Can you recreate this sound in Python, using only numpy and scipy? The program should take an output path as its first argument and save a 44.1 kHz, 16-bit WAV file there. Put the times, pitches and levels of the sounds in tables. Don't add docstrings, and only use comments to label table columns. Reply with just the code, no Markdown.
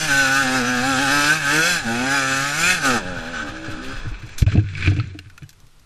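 import sys
import numpy as np
from scipy import signal
from scipy.fft import rfft, irfft
from scipy.io import wavfile
from scipy.ndimage import uniform_filter1d, map_coordinates

SR = 44100
rng = np.random.default_rng(int(sys.argv[2]) if len(sys.argv) > 2 else 0)


def gain_from_db(level_db):
    decades = np.asarray(level_db, float) / 20
    return 10 ** decades


def wrap_up_sound(samples):
    columns = np.atleast_2d(samples).T
    tamed = np.clip(columns, -1, 1)
    steps = np.round(tamed * 32767).astype(np.int16)
    wavfile.write(sys.argv[1], SR, steps)


N = 257984
CRUISE_DB, CRUISE_HZ = -18, 140

# centre_hz, width_hz, lift_db over the slope
HOUSING = [(1270, 110, 8), (1515, 90, 16), (1650, 130, 11), (1770, 70, 5), (2350, 250, 7), (2590, 90, 9),
           (3400, 130, 5.5), (4080, 80, 7), (5030, 120, 4), (6040, 200, 5), (7200, 250, 5),
           (13000, 700, 12)]
# start_s, end_s, multiple, level_db
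SING = [(0, .13, 8, -41), (.07, .12, 10, -26), (.09, .29, 11, -16.5), (.12, .31, 12, -36),
        (.1, .33, 9, -37), (.275, .445, 11, -19), (.3, .44, 10, -26), (.34, .42, 9, -24),
        (.52, .59, 10, -27), (.53, .6, 11, -26), (.54, .6, 12, -24), (.54, .6, 14, -27),
        (.66, .78, 12, -28), (.81, .99, 12, -27), (.86, .98, 10, -24), (.91, 1.01, 11, -27),
        (1, 1.1, 11, -22), (1.03, 1.11, 10, -26), (1.09, 1.19, 12, -28), (1.11, 1.19, 11, -18.5),
        (1.17, 1.25, 11, -24), (1.11, 1.33, 9, -26), (1.24, 1.31, 10, -25), (1.285, 1.35, 10, -17),
        (1.43, 1.53, 11, -21), (1.44, 1.53, 9, -27), (1.51, 1.63, 10, -21.5), (1.57, 1.68, 9, -18),
        (1.62, 1.74, 8, -26), (1.685, 1.75, 9, -21), (1.86, 1.94, 13, -25), (2.05, 2.22, 12, -23),
        (2.07, 2.16, 11, -23), (2.14, 2.43, 10, -29), (2.2, 2.43, 13, -28), (2.23, 2.34, 12, -27),
        (2.34, 2.46, 11, -27), (2.28, 2.43, 9, -31), (2.41, 2.49, 9, -26), (2.56, 2.69, 9, -26),
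        (2.61, 2.73, 8, -22.5), (2.62, 2.74, 14, -25), (2.82, 2.91, 11, -20), (2.84, 2.91, 10, -25),
        (2.88, 3.03, 8, -43), (2.88, 3.03, 9, -43), (2.91, 3.03, 10, -41), (2.92, 2.97, 13, -26),
        (2.95, 3, 14, -26)]


def unit(x):
    return x / np.sqrt(np.mean(x ** 2) + 1e-20)


def curves(rows):
    s, *cols = np.transpose(rows)
    return [np.interp(np.arange(N) / SR, s, c) for c in cols]


def peaks(rows):
    t = np.arange(N) / SR
    return sum(np.interp(t, [s - rise, s, s + fall], [0, top, 0]) for s, top, rise, fall in rows)


def wobble(rate):
    knots = rng.standard_normal(int(N * rate / SR) + 4)
    return map_coordinates(knots, [np.arange(N) * rate / SR])


def body(x, slope, modes=()):
    size = 2 ** 14
    hz = np.fft.rfftfreq(size, 1 / SR)
    f, db = np.transpose(slope)
    lift = 1 + sum(gain_from_db(top) ** 2 / (1 + (2 * (hz - c) / w) ** 2) for c, w, top in modes)
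    slope_db = np.interp(np.log(hz + 1), np.log(f), db, left=db[0], right=-100)
    gain = gain_from_db(slope_db) * np.sqrt(lift)
    cepstrum = irfft(np.log(gain + 1e-6))
    cepstrum[1:size // 2] *= 2
    cepstrum[size // 2 + 1:] = 0
    return signal.fftconvolve(x, irfft(np.exp(rfft(cepstrum))))[:N]


def engine():
    # time_s, firings_per_s
    speed = [(.03, 157.5), (.11, 139), (.6, 123.6), (.81, 124.5), (1.08, 131), (1.125, 144.5), (1.48, 140),
             (1.7, 180.4), (1.875, 113), (2.15, 141.6), (2.23, 132.6), (2.52, 144.1), (2.69, 183.4),
             (2.75, 182.4), (2.85, 135.3), (3.04, 90.5), (3.46, 73.7), (3.53, 63.2)]
    # peak_s, firings_per_s, build_up_s
    slips = [(.2, 2, .06), (.4, 8.8, .12), (.56, 6.3, .09), (.28, -1.7, .06), (.63, -4, .04), (.7, 2, .06),
             (.79, -2, .05), (.895, 11, .09), (1.025, 13, .045), (1.19, 1.5, .05), (1.25, 2, .05),
             (1.36, 19, .11), (1.785, 14, .085), (1.93, -3, .06), (2.4, -3.3, .17), (2.96, 7.5, .11),
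             (3.09, 4, .05), (3.24, -3, .1), (3.31, 6.6, .07), (3.72, 1.5, .17), (3.96, 5, .17),
             (.06, 4, .03), (1.4, 3.5, .04), (1.8, -5, .05), (2, -2, .07), (2.79, -4, .06), (3.01, -5, .07),
             (3.75, -2.3, .05), (1.63, -3.5, .09), (2.855, 4, .025)]
    # time_s, throttle_db, pipe_load_db
    throttle = [(.07, -20, -3), (.12, -11, -5.5), (.41, -12.5, -6.5), (.5, -20.5, 3.5), (.81, -19, -2.5),
                (1.16, -10.5, -3), (1.46, -14, -7.5), (1.56, -11, 0.5), (1.75, -17, -4.5),
                (1.89, -20, -3.5), (2.05, -21.5, 4.5), (2.12, -15.5, -2.5), (2.53, -17.5, -5.5),
                (2.68, -11.5, -7.5), (2.97, -16.5, 1.5), (3.02, -28, 3.5), (3.72, -31.5, -4),
                (4.1, -40.5, -12)]
    # peak_s, change_db, half_length_s
    flicks = [(0.045, 2, 0.027), (0.56, 4.5, 0.071), (.68, 1, 0.064), (1.33, 1.5, 0.031),
              (1.399, -7, 0.0762), (1.823, -9, 0.062), (2.25, -1.5, 0.046), (2.565, -2, 0.147),
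              (2.802, -10, 0.089), (2.858, 8, 0.046), (3.942, 6.5, 0.299)]
    grip_s = .065

    rate = curves(speed)[0] + peaks([(s, hz, rise, grip_s) for s, hz, rise in slips])
    turns = np.cumsum(rate) / SR
    hot = np.interp(rate, [88, 108], [0, 1])
    throttle_db, load_db = curves(throttle)
    flick_db = peaks([(s, db, half, half) for s, db, half in flicks])
    open_db = throttle_db - CRUISE_DB
    locked = spells()

    pipe_db = -22 + 0.568 * open_db + flick_db + load_db
    bark_db = throttle_db + flick_db - 4.5 * hot * locked
    rasp_db = -23 + 0.542 * open_db + 0.962 * flick_db + 0.1157 * (rate - CRUISE_HZ)
    shake_db = -32.5 + 0.34 * (open_db + flick_db)

    rough = .26 - .04 * np.minimum(flick_db, 0) + .6 * (1 - hot) - .06 * locked
    rough = rough + .004 * np.maximum(rate - CRUISE_HZ, 0)
    rough = rough.clip(0, .9)
    density = np.sqrt(SR / rate)
    puff = 1.82 + np.exp(-(turns % 1) / 1.04)
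    gas = [unit(puff * rng.standard_normal(N)) for _ in range(3)]

    stumble_db = 0.51 + 1.8 * (1 - hot)
    bark_flicker = gain_from_db(stumble_db * wobble(29.2))
    rasp_flicker = gain_from_db(stumble_db * wobble(37.1))
    tones = gain_from_db(pipe_db) * pipe_ring(turns, hot, density, rough, gas[0])
    tones = tones + gain_from_db(bark_db) * bark_flicker * exhaust_bark(turns, density, rough, gas[1])
    rasp = gain_from_db(rasp_db) * rasp_flicker * gas_rasp(turns, rate, hot, density, gas[2])
    shake = (0.281 + hot) * np.sqrt(2) * gain_from_db(shake_db + 1.91 * wobble(25.664)) * np.sin(2 * np.pi * turns)
    running = np.interp(np.arange(N) / SR, [4.08, 4.16, 4.36], [1, .4, 0])
    return running * (shake + singing(tones, turns) + rasp)


def pipe_ring(turns, hot, density, rough, gas):
    # centre_hz, width_hz, lift_db over the slope
    hot_modes = [(257.5, 95.6, 24), (525.3, 161, 14.5), (775, 60.5, 16.5)]
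    cool_modes = [(267, 74, 17.17), (531, 66, 16.8), (807.7, 27, 14.75)]
    # freq_hz, gain_db
    hot_slope = [(100, -53), (190, -10), (385, -8), (520, -5), (650, -7), (820, 1.5), (1050, -6.5),
                 (1500, -34)]
    cool_slope = [(100, -32), (185, 0.5), (400, -9), (620, -5), (800, -7.5), (1050, -4.5), (1500, -60.5)]
    # time_s, share
    half_turn_echo = [
        (0, .36),
        (1.3, .36),
        (1.5, .18),
        (5, .18),
    ]

    blasts = pulses(turns, jitter=.004, scatter_db=1.4)
    returning = pulses(turns + .5, jitter=.004, scatter_db=1.4)
    blasts = blasts + curves(half_turn_echo)[0] * hot * returning
    firing = density * blasts + (1.1 * rough * hot + .22 * (1 - hot)) * gas
    hot_ring = unit(body(firing, hot_slope, hot_modes))
    cool_ring = unit(body(smear(firing, spread=0.00795), cool_slope, cool_modes))
    ring = hot * hot_ring + (1 - hot) * cool_ring
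    last_firing = np.interp(np.arange(N) / SR, [3.95, 4.0], [1, .45])
    return last_firing * patchy(ring, depth_db=1.6)


def exhaust_bark(turns, density, rough, gas):
    # freq_hz, gain_db
    bark_slope = [(700, -16), (1080, -9), (1200, -3.5), (1800, -4.5), (2000, -15.5), (2600, -8.5),
                  (5000, -12.5), (9000, -25)]
    clean = np.sqrt(1 - rough ** 2) * density * pulses(turns, jitter=.006, scatter_db=1.8)
    return patchy(body(smear(clean + rough * gas, spread=.012), bark_slope, HOUSING), depth_db=2.6)


def gas_rasp(turns, rate, hot, density, gas):
    # freq_hz, gain_db
    hot_slope = [(900, -45.5), (1800, -4), (2300, 0.5), (7300, -3), (8600, -6), (11400, -11.5),
                 (12300, -22), (14600, -29)]
    lug_slope = [(900, -24), (1800, -5), (2300, -4.5), (3500, -1), (5300, -10), (10000, -17),
                 (12300, -25.5), (14600, -30)]
    # centre_hz, width_hz, lift_db
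    fin_modes = [(2590, 50, 30), (3450, 70, 25), (4080, 70, 27)]
    edge = gas + .7 * hot * smear(density * pulses(turns, jitter=.002, scatter_db=1.5), spread=.008)
    fins = unit(body(edge, [(2000, -35.0), (6000, -33.5)], fin_modes))
    fins = gain_from_db(np.interp(rate, [146, 165], [-24, -2])) * fins
    hot_rasp = patchy(body(edge, hot_slope, HOUSING), depth_db=4.0) + fins
    return hot * hot_rasp + (1 - hot) * unit(body(edge, lug_slope, HOUSING))


def pulses(turns, jitter, scatter_db):
    whole = np.arange(1, int(turns[-1]))
    chance = rng.standard_normal((1000, 2))[:len(whole)]
    at = np.interp(whole + jitter * chance[:, 0], turns, np.arange(N))
    index = at.astype(int)[:, None] + np.arange(-7, 9)
    lag = index - at[:, None]
    shape = np.sinc(lag) * np.cos(np.pi * lag / 18) ** 2
    height = gain_from_db(scatter_db * chance[:, 1:])
    return np.bincount(index.clip(0, N - 1).ravel(), (height * shape).ravel(), N)


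def smear(x, spread):
    hz = np.fft.rfftfreq(len(x), 1 / SR)
    knots_hz = np.arange(0, SR / 2, 120)
    delay = spread * np.interp(hz, knots_hz, rng.random(len(knots_hz)))
    return irfft(rfft(x) * np.exp(-2j * np.pi * np.cumsum(delay) * hz[1]), len(x))


def patchy(x, depth_db):
    z = signal.stft(x, nperseg=2048)[2]
    field = uniform_filter1d(rng.standard_normal(z.shape), size=5, axis=0)
    field = uniform_filter1d(field, size=7, axis=1)
    return unit(signal.istft(z * gain_from_db(depth_db * unit(field)), nperseg=2048)[1][:N])


def singing(x, turns):
    # start_s, end_s, multiple, level_db
    hum = [(.07, .33, 2, -30), (.09, .51, 3, -45), (.08, .47, 5, -42), (.12, .44, 6, -32.5),
           (.42, .62, 6, -28.5), (.43, 1.22, 2, -24.5), (.46, 1.31, 4, -32.5), (.58, .85, 3, -50),
           (.67, .83, 6, -32), (.81, 1.11, 6, -28), (1.12, 1.26, 7, -36), (1.2, 1.34, 2, -30),
           (1.47, 1.76, 5, -44), (1.51, 1.62, 2, -24), (1.51, 1.71, 3, -30), (1.63, 1.85, 2, -42),
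           (1.84, 2.1, 2, -25), (1.86, 1.98, 7, -32), (1.86, 1.93, 5, -33), (1.89, 1.98, 3, -32),
           (1.99, 2.18, 6, -30), (2.08, 2.21, 2, -29), (2.13, 2.36, 3, -40), (2.67, 2.76, 7, -29),
           (2.86, 2.99, 2, -23.5), (2.86, 2.94, 6, -30), (2.86, 2.97, 4, -29.5), (2.94, 3, 7, -26),
           (3.02, 3.45, 3, -38), (3.02, 3.17, 6, -38), (3.03, 3.41, 4, -53), (2.17, 2.5, 6, -37.5),
           (3.19, 3.5, 7, -43), (3.25, 3.37, 6, -42), (3.4, 3.52, 8, -43), (3.41, 3.51, 4, -34),
           (3.51, 3.83, 5, -37), (3.52, 3.77, 9, -43.5), (3.54, 3.69, 4, -58), (3.75, 3.95, 4, -38),
           (3.79, 3.94, 6, -43)]
    lock_db = 4.5
    out = x.copy()
    waver = gain_from_db(1.5 * wobble(30)) / np.sqrt(2) * np.exp(.2j * wobble(40))
    for start, end, order, db in SING + hum:
        on, spell = opening(start, end)
        spin = np.exp(2j * np.pi * order * turns[on])
        own = x[on] / spin
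        own = uniform_filter1d(own.real, size=600) + 1j * uniform_filter1d(own.imag, size=600)
        tone = gain_from_db(db + lock_db) * np.roll(waver, 5000 * order)[on]
        out[on] += 2 * spell * ((tone - own) * spin).real
    return out


def spells():
    locked = np.zeros(N)
    for start, end, _, db in SING:
        on, spell = opening(start, end)
        locked[on] = np.maximum(locked[on], spell * np.clip((db + 29) / 9, 0, 1))
    return locked


def opening(start, end):
    on = slice(round(start * SR), round(end * SR))
    t = np.arange(N)[on] / SR
    return on, np.clip(np.minimum(t - start, end - t) / .025, 0, 1)


def thumps():
    # start_s, strength_db, swing_hz, shell_knock_db
    jolts = [(3.046, -30.5, 98, -7.5), (3.167, -23, 116.7, -25), (3.355, -29, 95, -24.5),
             (3.488, -25, 105.6, -11), (3.679, -20.5, 120.7, -9), (3.697, -22.5, 99.6, -14),
             (3.93, -24.5, 108.5, -21.5), (4.052, -22.5, 126.8, -11.5), (4.064, -15.5, 106.7, -33.5),
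             (4.113, -13.5, 43.6, -28), (4.229, -24.5, 121.5, -18), (5.147, -32, 98.5, 0),
             (5.188, -46.5, 101, 5.5), (5.256, -29, 107.8, -24), (5.421, -27.5, 144.2, -16.5),
             (5.433, -28.5, 103.2, -25), (5.633, -38, 106.5, -28.5)]
    # start_s, strength_db, swing_hz (- inwards first), t60_s, shell_knock_db
    tumble = [(4.465, -1.5, 99.5, 0.125, -35.5), (4.5244, -14, 111, 0.162, -18.5),
              (4.546, -5.5, 75, 0.052, -40), (4.5528, 1.5, -190, 0.0283, -22.5),
              (4.5596, -10.5, 173, 0.034, -19.5), (4.5761, -0.5, 103.5, 0.127, -19.5),
              (4.639, -17, 98, 0.33, -35.5), (4.873, -4.5, 94.5, 0.165, -16),
              (4.915, -13.5, 94.5, 0.089, -10.5), (4.966, -22.5, 118, 0.057, -3),
              (4.983, -9, 113.5, 0.178, -22), (5.045, -27.5, 90, 0.836, -28)]
    # start_s, strength_db, swing_hz, t60_s, rise_s
    impact = [
        (4.4189, 7, 63.2, 0.053, 0.0094),
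        (4.4256, 5, 109, 0.0288, 0.00182),
    ]
    # freq_hz, level_db, t60_s
    shell_modes = [(302, 7.5, 0.096), (198.9, -3, 0.087), (422, -2.5, 0.054), (690, -5.5, 0.047),
                   (820, -44, 0.029)]
    jolt_t60_s, rise_cycles, impact_knock_db = 0.128, 0.4, -36.5

    out, t = np.zeros(N + SR), np.arange(SR // 2) / SR
    rows = [(s, db, hz, jolt_t60_s, rise_cycles / hz, knock, -1) for s, db, hz, knock in jolts]
    rows += [(s, db, hz, t60, rise_cycles / abs(hz), knock, 1) for s, db, hz, t60, knock in tumble]
    rows += [(*row, impact_knock_db, way) for row, way in zip(impact, (-1, 1))]
    chances = rng.standard_normal((len(rows), len(shell_modes)))
    for (s, db, hz, t60, rise, knock_db, direction), chance in zip(rows, chances):
        swing = gain_from_db(-60 * t / t60) * (1 - np.exp(-t / rise)) * np.sin(2 * np.pi * hz * t)
        shell = np.zeros(len(t))
        for (f, level, ring), c in zip(shell_modes, chance):
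            shell += gain_from_db(level + 2.2 * c - 60 * t / ring) * np.sin(2 * np.pi * f * (1 + .03 * c) * t)
        knock = gain_from_db(knock_db) * (1 - np.exp(-t / 0.00379)) * shell
        out[round(s * SR):][:len(t)] += np.sign(direction) * gain_from_db(db) * (swing + knock)
    return out[:N]


def dirt():
    # start_s, peak_db, bright_part_db, t60_s
    ticks = [(4.142, -25.5, -23, 0.16), (4.2198, -27, -13, 0.13), (4.2607, -41, -21.5, 0.032),
             (4.2896, -26, -14, 0.105), (4.3809, -21.5, 8.5, 0.1655), (4.4205, -12.5, -13, 0.048),
             (4.465, -23, -30.5, 0.047), (4.4956, -32.5, -18.5, 0.086), (4.517, -22, -21, 0.078),
             (4.5576, -28.5, -13, 0.04), (4.5735, -26, -15, 0.078), (4.594, -29.5, -16.5, 0.096),
             (4.6878, -33, -28.5, 0.039), (4.7511, -24, -23, 0.047), (4.7712, -23, -13.5, 0.25),
             (4.8074, -20, -19, 0.09), (4.8245, -15.5, -21, 0.087), (4.846, -19, -17, 0.087),
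             (4.86, -16, -13.5, 0.075), (4.8734, -9.5, -27.5, 0.052), (4.964, -28, -10, 0.125),
             (4.998, -18.5, -32, 0.049)]
    # start_s, peak_db, bright_part_db
    pebbles = [(5.1444, -41, -22.5), (5.1893, -26.5, -8), (5.247, -43, -22), (5.258, -42.5, -22.5),
               (5.27, -44, -22), (5.299, -38, -7), (5.378, -32.5, -4.5), (5.4215, -36, -20.5),
               (5.431, -43, -2), (5.492, -44.5, 10), (5.5042, -48, 6.5), (5.529, -48, 3),
               (5.602, -54.5, 8.5), (5.6675, -57, 8.5), (5.796, -54.5, 5.5)]
    # freq_hz, gain_db
    scrape_slope = [(300, -31.5), (800, -18), (1200, -5), (1900, 1), (2400, 4.5), (3000, 0), (4500, -3),
                    (7000, -37.5)]
    grit_slope = [(1500, -26), (3500, -3), (5500, 1), (8000, -4.5), (13000, -13.5), (15000, -48.5)]
    pebble_t60_s = 0.0448

    scrape, grit = slides()
    fallen = np.interp(np.arange(N) / SR, [4.0, 4.12], [0, 1])
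    grains = []
    for _ in range(2):
        clumps = gain_from_db(1.94 * wobble(70) + 1.78 * wobble(500))
        grains.append(unit(rng.standard_normal(N) * clumps))
    dull, bright = scrape * fallen * grains[0], grit * fallen * grains[1]

    hits = ticks + [(*row, pebble_t60_s) for row in pebbles]
    t = np.arange(SR // 8) / SR
    for (s, db, bright_db, t60), burst in zip(hits, rng.standard_normal((len(hits), 2, len(t)))):
        span = slice(round(s * SR), round(s * SR) + len(t))
        crack = 2.5 * np.exp(-(t60 / .045) ** 2) * gain_from_db(-60 * t / .007)
        tail = (gain_from_db(db - 8.5) * (gain_from_db(-60 * t / t60) + crack) * burst)[:, :len(dull[span])]
        dull[span] += tail[0]
        bright[span] += gain_from_db(bright_db) * tail[1]

    plain = rng.standard_normal(N)
    out = np.zeros(N)
    for x, slope in [(dull, scrape_slope), (bright, grit_slope)]:
        out += body(x, slope, HOUSING) / np.std(body(plain, slope, HOUSING))
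    return out


def slides():
    # peak_s, scrape_db, rise_s per 20 dB, fall_s per 20 dB, grit_db over scrape
    soil = [
        (4.0, -36, .1, 0.33, -22.5),
        (4.33, -41.5, 0.85, 0.25, -8.5),
        (4.39, -46, 0.6, 0.02, -2.5),
        (4.525, -34.5, 0.11, 0.0718, -10),
        (4.869, -33, 0.284, 0.1821, -13),
        (5.008, -36, -0.0045, 0, -9.5),
        (5.08, -47.5, 2, 0.14, -12),
        (5.2, -60.5, -2, 0.5, -29),
    ]
    t = np.arange(N) / SR
    scrape_power, grit_power = np.zeros(N), np.zeros(N)
    for s, db, rise, fall, grit_db in soil:
        with np.errstate(all="ignore"):
            level = gain_from_db(db - 20 * np.maximum((s - t) / abs(rise), (t - s) / abs(fall)))
        scrape_power += level ** 2
        grit_power += (level * gain_from_db(grit_db)) ** 2
    return np.sqrt(scrape_power), np.sqrt(grit_power)


def stones():
    # start_s, level_db, pitch_hz, t60_s
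    rings = [(3.742, -30, 1519, 0.084), (3.789, -22, 1504, 0.097), (3.915, -24, 1566, .06),
             (4.479, -25.5, 637, 0.037), (4.556, -21, 690, 0.0346), (4.5185, -28, 1970, .02),
             (4.524, -25, 1348, 0.0243), (4.574, -26.5, 2620, 0.03), (4.592, -29, 1607, .03),
             (4.7512, -22.5, 2273, 0.044), (4.824, -19.5, 2284, 0.036), (4.835, -20.5, 2500, 0.042),
             (4.851, -17.5, 2405, 0.031), (4.86, -16.5, 2427, 0.048), (4.8732, -19.5, 2454, 0.038),
             (4.99, -22.5, 2530, 0.0164), (4.9985, -22, 1315, 0.0325), (5, -28.5, 4310, 0.022),
             (5.072, -43, 4000, .02), (5.073, -46, 6900, 0.019), (5.083, -45, 3890, 0.0194),
             (5.189, -24.5, 2795, 0.0244), (5.1905, -29.5, 4110, 0.0147), (5.3, -40.5, 1500, 0.042),
             (5.38, -34.5, 1430, 0.04), (5.4215, -43, 2380, 0.0163), (5.433, -51, 2950, .08),
             (5.439, -41, 1620, .03)]
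    out, t = np.zeros(N + SR), np.arange(SR // 8) / SR
    for (s, db, hz, t60), rattle in zip(rings, rng.standard_normal((len(rings), len(t)))):
        drift = np.cumsum(rattle) * .03
        ring = gain_from_db(db - 60 * t / t60) * (1 - np.exp(-t / 0.0003)) * np.sin(2 * np.pi * hz * t + drift)
        out[round(s * SR):][:len(t)] += ring
    return out[:N]


def wind():
    # time_s, buffet_db, mount_jiggle_db
    gusts = [(0.0, -27, -47), (0.16, -25, -37.5), (0.29, -34.5, -43), (0.96, -32.5, -41),
             (2.54, -38, -44.5), (3.03, -26.5, -39.5), (3.54, -33.5, -47), (3.66, -35.5, -45.5),
             (3.72, -26, -46), (4.09, -24.5, -48.5), (4.33, -31, -45), (4.4, -26, -53), (4.56, -36, -22.5),
             (4.69, -43.5, -44.5), (4.89, -30, -29.5), (5.05, -47.5, -36.5), (5.26, -48.5, -59.5),
             (5.85, -49, -68)]
    # freq_hz, gain_db
    buffet_slope = [(8, -1), (22, -1), (45, -10.5), (70, -28), (200, -27), (600, -36.5), (1500, -32)]
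    mount_slope = [(40, -25.5), (80, -1.5), (200, -4), (400, -9.5), (900, -45.5)]
    # centre_hz, width_hz, lift_db over the slope
    mount_modes = [(95, 8.47, 21.5), (146.5, 10.7, 17.5), (310, 68, -5)]
    buffet_db, jiggle_db = curves(gusts)
    buffet = unit(gain_from_db(1.97 * wobble(14.0)) * body(rng.standard_normal(N), buffet_slope))
    jiggle = unit(body(gain_from_db(1.55 * wobble(20)) * rng.standard_normal(N), mount_slope, mount_modes))
    return gain_from_db(buffet_db) * buffet + gain_from_db(jiggle_db + 5.0) * jiggle


def hiss():
    # freq_hz, density_db per Hz
    hiss_slope = [(88, -20), (150, -14), (693, -18), (1520, -13.5), (3870, -13.5), (5900, -16.5),
                  (12700, -22.5), (14500, -43)]
    return gain_from_db(-61.5) * unit(body(rng.standard_normal(N), hiss_slope))


def scene():
    # time_s, gain_db
    stun = [
        (4.43, -5.5),
        (4.438, -8),
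        (4.461, -21.5),
        (4.464, 0.5),
    ]
    mono = gain_from_db(curves(stun)[0]) * (engine() + dirt() + stones() + wind() + hiss()) + thumps()
    return np.array([mono, mono])


def starve(x, edge_hz, below_db):
    hz, s, z = signal.stft(x, SR, nperseg=1024)
    power = np.abs(z) ** 2
    loudness = uniform_filter1d(power.sum(1, keepdims=True), size=23, axis=2)
    patch = np.abs(uniform_filter1d(power, size=3, axis=1))
    margin = gain_from_db(2 * np.interp(hz, [edge_hz, edge_hz + 4000], [below_db - 15, below_db]))[:, None]
    tiles = np.kron(rng.standard_normal((len(hz) // 8 + 1, len(s) // 3 + 1)), np.ones((8, 3)))
    margin = margin * gain_from_db(6 * tiles[:len(hz), :len(s)])
    keep = 1 / (1 + (margin * loudness / (patch + 1e-20)) ** 8)
    gaps = (abs(hz - 8600) < 150) | (abs(hz - 9400) < 120) | (hz > 10600)
    keep = np.where((s > 4.455) & (s < 5.09), ~gaps[:, None] * keep ** .1, keep)
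    return signal.istft(z * np.where(hz[:, None] > edge_hz, keep, 1), SR, nperseg=1024)[1][:, :N]


def band_limit(x):
    return signal.sosfilt(signal.butter(12, 14760, fs=SR, output="sos"), x)


def record(dry):
    top = .97
    limited = dry / (1 + np.abs(dry / top) ** 6) ** (1 / 6)
    thinned = starve(limited, edge_hz=7500, below_db=-49)
    return band_limit(thinned)


dry = scene()
out = record(dry)
wrap_up_sound(out)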